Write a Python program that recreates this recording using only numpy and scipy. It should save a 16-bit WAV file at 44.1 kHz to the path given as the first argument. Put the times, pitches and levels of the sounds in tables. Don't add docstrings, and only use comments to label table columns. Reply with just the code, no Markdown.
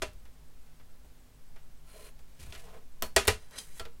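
import sys
import numpy as np
from scipy import signal
from scipy.fft import rfft, irfft
from scipy.io import wavfile
from scipy.ndimage import uniform_filter1d

SR = 44100
rng = np.random.default_rng(int(sys.argv[2]) if len(sys.argv) > 2 else 0)


def file_out(sig):
    cols = np.atleast_2d(sig).T
    lim = np.clip(cols, -1, 1)
    pcm = np.round(lim * 32767).astype(np.int16)
    wavfile.write(sys.argv[1], SR, pcm)


N = 176400
TIME = np.arange(N) / SR


def from_db(db):
    return 10 ** (np.asarray(db) / 20)


def at_hz(points, hz):
    f, value = np.transpose(points)
    return np.interp(np.log(hz + 1e-6), np.log(f), value)


def level(points):
    s, db = np.transpose(points)
    return from_db(np.interp(TIME, s, db, left=-150, right=-150))


def rms_one(x):
    return x / np.sqrt(np.mean(x ** 2) + 1e-20)


def coloured(x, spectrum):
    return rms_one(irfft(rfft(x) * from_db(at_hz(spectrum, np.fft.rfftfreq(N, 1 / SR))), N))


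def decay(t, t60):
    return from_db(-60 * np.maximum(t, 0) / t60)


def resonate(x, bands):
    for hz, width_hz, db in bands:
        gain, alpha = from_db(db / 2), np.pi * width_hz / SR
        tuning = -2 * np.cos(2 * np.pi * hz / SR)
        numerator = [1 + alpha * gain, tuning, 1 - alpha * gain]
        x = signal.lfilter(numerator, [1 + alpha / gain, tuning, 1 - alpha / gain], x + 1e-18)
    return x


def add(out, s, sound):
    i = int(s * SR)
    out[i:i + len(sound)] += sound[:N - i]


# (frequency [Hz], third-octave gain [dB])
BODY_SPECTRUM = [(30, -9), (55, -5.5), (80, 2.5), (125, -18), (240, -7.5), (315, -6.5), (410, 4), (520, 2),
                 (800, 0.5), (1500, -1), (2000, -2.5), (4000, -3), (8000, -1.5), (11000, -0.5),
                 (15500, -11)]
# (frequency [Hz], T60 [s])
BODY_DECAY = [(50, 0.12), (400, 0.11), (2500, 0.08), (12000, 0.031)]
# (frequency [Hz], level relative to the impact [dB])
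ROOM_SPECTRUM = [(50, -7.5), (400, -15.5), (2500, -3), (12000, -5.5)]
# (frequency [Hz], T60 [s])
ROOM_DECAY = [(50, 0.35), (400, 0.24), (2500, 0.19), (12000, 0.17)]


def impact(colour, chatter_s, modes, room_build_s=0.012, crack_s=0.0008):
    t = np.arange(SR // 2) / SR
    white = rng.standard_normal((2, 2, len(t) + SR // 4))
    flutter = from_db(-rms_one(uniform_filter1d(rng.standard_normal(len(t)), size=40)))
    third_octaves = 1000 * 2 ** (np.arange(-15, 13) / 3)
    out = np.zeros(len(t))
    for k, hz in enumerate(third_octaves):
        band = signal.butter(2, [hz / 2 ** (1 / 6), hz * 2 ** (1 / 6)], "band", fs=SR, output="sos")
        body, room = signal.sosfilt(band, white[k % 2])[:, -len(t):]
        body = body / body[:SR // 25].std()
        body *= decay(t - chatter_s, at_hz(BODY_DECAY, hz))
        if hz >= 1000:
            body *= flutter
        room = rms_one(room) * from_db(at_hz(ROOM_SPECTRUM, hz))
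        room *= (1 - np.exp(-t / room_build_s)) * decay(t, at_hz(ROOM_DECAY, hz))
        rise = 1 - np.exp(-t * max(hz, 200))
        out += from_db(at_hz(BODY_SPECTRUM, hz) + at_hz(colour, hz)) * rise * (body + room)
    crack_db = colour[-1][1] + 15
    out += from_db(crack_db) * rng.standard_normal(len(t)) * np.exp(-t / crack_s)
    onset = 1 - np.exp(-t / chatter_s)
    for hz, db, t60 in modes:
        amplitude = from_db(db + rng.normal(0, 0.53))
        out += amplitude * np.sin(2 * np.pi * (hz * t + rng.random())) * decay(t, t60) * onset
    return out


def fine_modes(colour, count=60, t60=0.15):
    pitches = rng.uniform(2500, 13000, count)
    scatter_db = 1.5 * np.clip(rng.standard_normal(count), -2, 2)
    dbs = -21.5 + at_hz(colour, pitches) + at_hz(BODY_SPECTRUM, pitches) + scatter_db
    return [(hz, db, t60) for hz, db in zip(pitches, dbs)]


def snap(db, centre_hz=3130, width_hz=3200, fade_s=0.0033):
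    t = np.arange(SR // 20) / SR
    peak = signal.iirpeak(centre_hz, centre_hz / width_hz, fs=SR)
    burst = signal.lfilter(*peak, rng.standard_normal(len(t)))
    burst = signal.sosfilt(signal.butter(2, 2 * centre_hz, fs=SR, output="sos"), burst)
    return from_db(db) * rms_one(burst) * np.exp(-t / fade_s)


# (time [s], chatter [s], thump [dB], low-mid [dB], upper-mid [dB], treble [dB],
# top [dB], snap [dB], landing, mode favoured by the spot [Hz], its level [dB])
BLOWS = [ (0.0197, 0.0023, -64, -41.5, -41, -44, -64, -49, "edge", 1360, -50),
         (0.0225, 0.0056, -36, -45, -43, -44.5, -52.5, -33.5, "edge", 609, -36),
         (2.524, 0.0044, -51, -61, -61.5, -58, -71, -41.5, "flat", 1450, -54),
         (2.55, 0.0067, -53, -59.5, -55.5, -86, -74, -45, "flat", 2130, -52),
         (3.0232, 0.0017, -37.5, -39.5, -42, -39, -33, -37.5, "corner", 4390, -42),
         (3.1626, 0.0031, -31, -28, -24.5, -24.5, -34, -31, "edge", 394.4, -29),
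         (3.252, .002, -56, -52.5, -51, -52, -53, -54, "corner", 2200, -64),
         (3.273, .003, -54, -58, -46, -37.5, -36, -46, "corner", 4200, -50),
         (3.2782, 0.0045, -27, -30.5, -27.5, -28, -34, -18, "flat", 431, -28.5),
         (3.7966, 0.0032, -47, -48.5, -48, -53, -50.5, -35.5, "corner", 1357, -40),
         (3.853, 0.0053, -56, -57.5, -58, -68, -62, -47, "edge", 465, -44)]
BLOW_BANDS = [100, 300, 1000, 1800, 4000, 9000, 14000]
# (frequency [Hz], T60 [s], corner gain [dB], edge gain [dB], flat gain [dB])
PLATE_MODES = [(221, 0.24, -5.5, -10, -9.5), (409, 0.071, -17.5, 3.5, -10), (475, 0.13, -1, -6, 7),
               (653, 0.11, 1, 4.5, -9), (986, 0.16, 2, 2, 3.5), (1240, 0.13, -1, 2, -1),
               (1897, 0.064, 3, 3.5, 9.5), (2020, 0.11, -15, -1.5, 4), (2370, .12, -15.5, -15, -2.5),
               (2490, .13, -13, -4, -9), (2720, 0.18, -23, -7, -3), (2890, .12, -8, -20, -0.5),
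               (3125, .1, 2, -14, -16), (3421, 0.11, -10, -4, -26), (4150, 0.097, 0, -10, -15),
               (4446, .11, -5, -15, -2.5)]
# (frequency [Hz], bandwidth [Hz], gain [dB])
BOARD_RESPONSE = [(135, 36, -16), (339, 18, -9.5), (518, 74, -6), (810, 79, 6.5), (850, 170, -8),
                  (1067, 46, -3.5)]


def knocks(favoured_t60=0.2):
    out = np.zeros(N)
    for s, chatter_s, thump, low, upper, treble, top, snap_db, landing, ring_hz, ring_db in BLOWS:
        colour = list(zip(BLOW_BANDS, (thump, low, low, upper, upper, treble, top)))
        column = ("corner", "edge", "flat").index(landing)
        modes = [(hz, gains[column] + at_hz(colour, hz), t60) for hz, t60, *gains in PLATE_MODES]
        modes += fine_modes(colour) + [(ring_hz, ring_db, favoured_t60)]
        add(out, s, impact(colour, chatter_s, modes))
        add(out, s, snap(snap_db))
    return resonate(out, BOARD_RESPONSE)


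def rub(envelope, colour, rough_db, rings=(), grains_per_s=3600, grain_share=0.52):
    sizes = from_db(3 * np.minimum(rng.exponential(1, N), 4)) * rng.choice([-1, 1], N)
    grains = rms_one(sizes * (rng.random(N) < grains_per_s / SR))
    friction = np.sqrt(grain_share) * grains + np.sqrt(1 - grain_share) * rng.standard_normal(N)
    unsteady_pressure = coloured(rng.standard_normal(N), [(60, 0), (400, -60)])
    return level(envelope) * from_db(rough_db * unsteady_pressure) * coloured(resonate(friction, rings), colour)


# (time [s], level [dB])
SCUFF_LEVEL = [(3.36, -73), (3.43, -64.5), (3.49, -72), (3.53, -61.5), (3.576, -49.5), (3.586, -33.5),
               (3.598, -47), (3.63, -56), (3.68, -66), (3.78, -64.5), (3.83, -71)]
GLIDE_LEVEL = [(3.56, -81), (3.6, -55), (3.65, -59), (3.7, -63.5), (3.74, -62.5), (3.78, -53), (3.8, -56),
               (3.83, -71)]
# (frequency [Hz], relative level [dB])
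SCUFF_SPECTRUM = [(150, 7), (320, -6), (450, -7), (1100, -6), (2000, -5), (3000, -5), (5000, -2),
                  (8000, -1.5), (11000, -0.5), (12500, -10), (16000, -22)]
GLIDE_SPECTRUM = [(500, -17), (2000, 0), (5000, -7), (8000, 2.5), (11000, -1.5), (16000, -9)]
# (frequency [Hz], bandwidth [Hz], gain [dB])
SCUFF_RESONANCES = [(223, 64, 8.6), (433, 27, 13), (1000, 49, 4.3), (1860, 110, 6.6), (2350, 140, 4.6),
                    (3140, 210, 16), (3970, 230, 17.7), (4960, 300, 11), (6170, 290, 10), (7800, 510, 5),
                    (8550, 300, 6), (9640, 400, 9.5)]


def set_square_slide():
    scuff = rub(SCUFF_LEVEL, SCUFF_SPECTRUM, rough_db=1.4, rings=SCUFF_RESONANCES)
    return scuff + rub(GLIDE_LEVEL, GLIDE_SPECTRUM, rough_db=0.7)


# (time [s], level [dB])
SCRATCH_LEVEL = [(1.84, -77), (1.89, -61.5), (1.96, -57.5), (2.03, -55.5), (2.065, -53), (2.09, -59),
                 (2.125, -77)]
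DRONE_LEVEL = [(1.92, -79), (1.955, -57.5), (1.99, -64.5), (2.07, -62), (2.11, -75)]
# (frequency [Hz], relative level [dB])
SCRATCH_SPECTRUM = [(200, -3), (340, -8), (450, 4), (630, 7), (830, -6), (1050, -3.5), (2800, 0.5),
                    (4200, -5), (5800, -7), (9700, -2.5), (13000, -9.5), (16000, -11)]
DRONE_SPECTRUM = [(200, -30), (350, -20), (430, 3), (530, -8), (625, -1.5), (800, -24), (2000, -35),
                  (8000, -60)]
# (frequency [Hz], bandwidth [Hz], gain [dB])
SCRATCH_RESONANCES = [(1026, 78, 13), (1340, 150, 6), (2380, 100, 3), (3700, 150, -7), (4156, 180, 13),
                      (4400, 110, 0), (9400, 350, 5), (10300, 340, 5), (13300, 500, 7)]


def pencil():
    scratch = rub(SCRATCH_LEVEL, SCRATCH_SPECTRUM, rough_db=0.8, rings=SCRATCH_RESONANCES)
    return scratch + rub(DRONE_LEVEL, DRONE_SPECTRUM, rough_db=3.0)


# (time [s], level [dB])
STRAIGHTEDGE_LEVEL = [(2.42, -73), (2.52, -58), (2.56, -61.5), (2.61, -61), (2.68, -53.5), (2.73, -53.5),
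                      (2.75, -51), (2.79, -57.5), (2.84, -72)]
# (frequency [Hz], relative level [dB])
STRAIGHTEDGE_SPECTRUM = [(150, 1.5), (330, -17), (460, 7), (560, -8), (680, 3.5), (830, -10), (1000, -4.5),
                         (1600, -13.5), (2800, -18), (5000, -26), (16000, -31)]


def straightedge():
    return rub(STRAIGHTEDGE_LEVEL, STRAIGHTEDGE_SPECTRUM, rough_db=1.2)


# (time [s], level [dB])
HAND_LEVEL = [(2.2, -82), (2.385, -68), (2.4, -50), (2.425, -56.5), (2.445, -57.5), (2.5, -61.5),
              (2.58, -55.5), (2.64, -62), (2.78, -78), (2.86, -77)]
FINGER_LEVEL = [(3.39, -85), (3.43, -65.5), (3.5, -72), (3.54, -54), (3.59, -58), (3.63, -68), (3.69, -70),
                (3.76, -68), (3.8, -70)]
# (frequency [Hz], relative level [dB])
HAND_SPECTRUM = [(150, -4), (600, -4), (1300, -2), (2500, 3), (5000, -2.5), (10000, -3), (16000, -12)]
FINGER_SPECTRUM = [(200, -23), (450, -3), (1000, -3.5), (1900, -1), (3000, -12.5), (6000, -25),
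                   (16000, -35)]


def hand():
    return rub(HAND_LEVEL, HAND_SPECTRUM, rough_db=2.1) + rub(FINGER_LEVEL, FINGER_SPECTRUM, rough_db=2.0)


# (time [s], level [dB])
RUMBLE_LEVEL = [(0, -52), (.2, -54.5), (.3, -66), (2.37, -71.5), (2.405, -41), (2.44, -47), (2.47, -45),
                (2.55, -55), (2.76, -69), (2.85, -68)]
# (frequency [Hz], relative level [dB])
RUMBLE_SPECTRUM = [(20, -5), (45, 0), (75, 1.5), (115, -7), (170, -18.5), (400, -28), (2000, -77)]


def arm_rumble():
    return level(RUMBLE_LEVEL) * coloured(rng.standard_normal(N), RUMBLE_SPECTRUM)


# (time [s], low level [dB], mid level [dB], treble level [dB])
TOUCHES = [(0.133, -80, -82, -71), (.2535, -76, -64, -70.5), (.662, -84, -71, -76), (0.797, -76, -65, -80),
           (1.045, -67, -78, -83), (1.5606, -68.5, -58.5, -72), (2.191, -78, -68, -71),
           (2.461, -70, -68.5, -70), (3.51, -68, -74, -63), (3.56, -71, -58, -63)]
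TOUCH_BANDS = [400, 2000, 8000]


def ticks():
    out = np.zeros(N)
    for s, *dbs in TOUCHES:
        add(out, s, impact(list(zip(TOUCH_BANDS, dbs)), chatter_s=0.0012, modes=[]))
    return out


# (delay [s], gain [dB])
ECHOES = [(.0021, -23.5), (.0047, -15.5), (.0076, -20.5)]


def reflected(x):
    out = x.copy()
    for delay_s, db in ECHOES:
        add(out, delay_s, from_db(db) * x)
    return out


# (time [s], level [dB])
SWAY_LEVEL = [(0, -43), (2.7, -48), (2.95, -32.5), (3.4, -46), (3.7, -37), (4, -39)]
# (frequency [Hz], relative level [dB])
SWAY_SPECTRUM = [(1, -8), (3, 9), (6, 9.5), (12, -26.5), (25, -47), (100, -76.5), (400, -120)]
AIR_SPECTRUM = [(12, -21.5), (20, 1.5), (27, -15.5), (59, -15.5), (80, -31.5), (153, -24.5), (175, -32.5),
                (252, -28.5), (274, -35.5), (393, -34.5), (581, -37), (2610, -45), (15500, -50)]


def room_air():
    air = from_db(-55) * coloured(rng.standard_normal(N), AIR_SPECTRUM)
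    return air + level(SWAY_LEVEL) * coloured(rng.standard_normal(N), SWAY_SPECTRUM)


# (frequency [Hz], rms level [dB])
HUM_LINES = [(50, -63), (100, -75.5), (150, -71), (250, -77)]


def mains_hum():
    return sum(from_db(db) * np.sqrt(2) * np.sin(2 * np.pi * (hz * TIME + rng.random()))
               for hz, db in HUM_LINES)


def whine(hz=8040, peak_db=-71, period_s=0.1437, pulse_at_s=0.195, width_s=0.0094):
    from_pulse = (TIME - pulse_at_s + period_s / 2) % period_s - period_s / 2
    return from_db(peak_db) * np.exp(-(from_pulse / width_s) ** 2) * np.sin(2 * np.pi * hz * TIME)


def scene():
    drafting = knocks() + set_square_slide() + pencil() + straightedge() + hand() + arm_rumble() + ticks()
    return (reflected(drafting) + room_air() + mains_hum() + whine())[None]


def record(dry):
    return signal.sosfilt(signal.ellip(12, .2, 80, 15850, fs=SR, output="sos"), dry)


dry = scene()
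out = record(dry)
file_out(out)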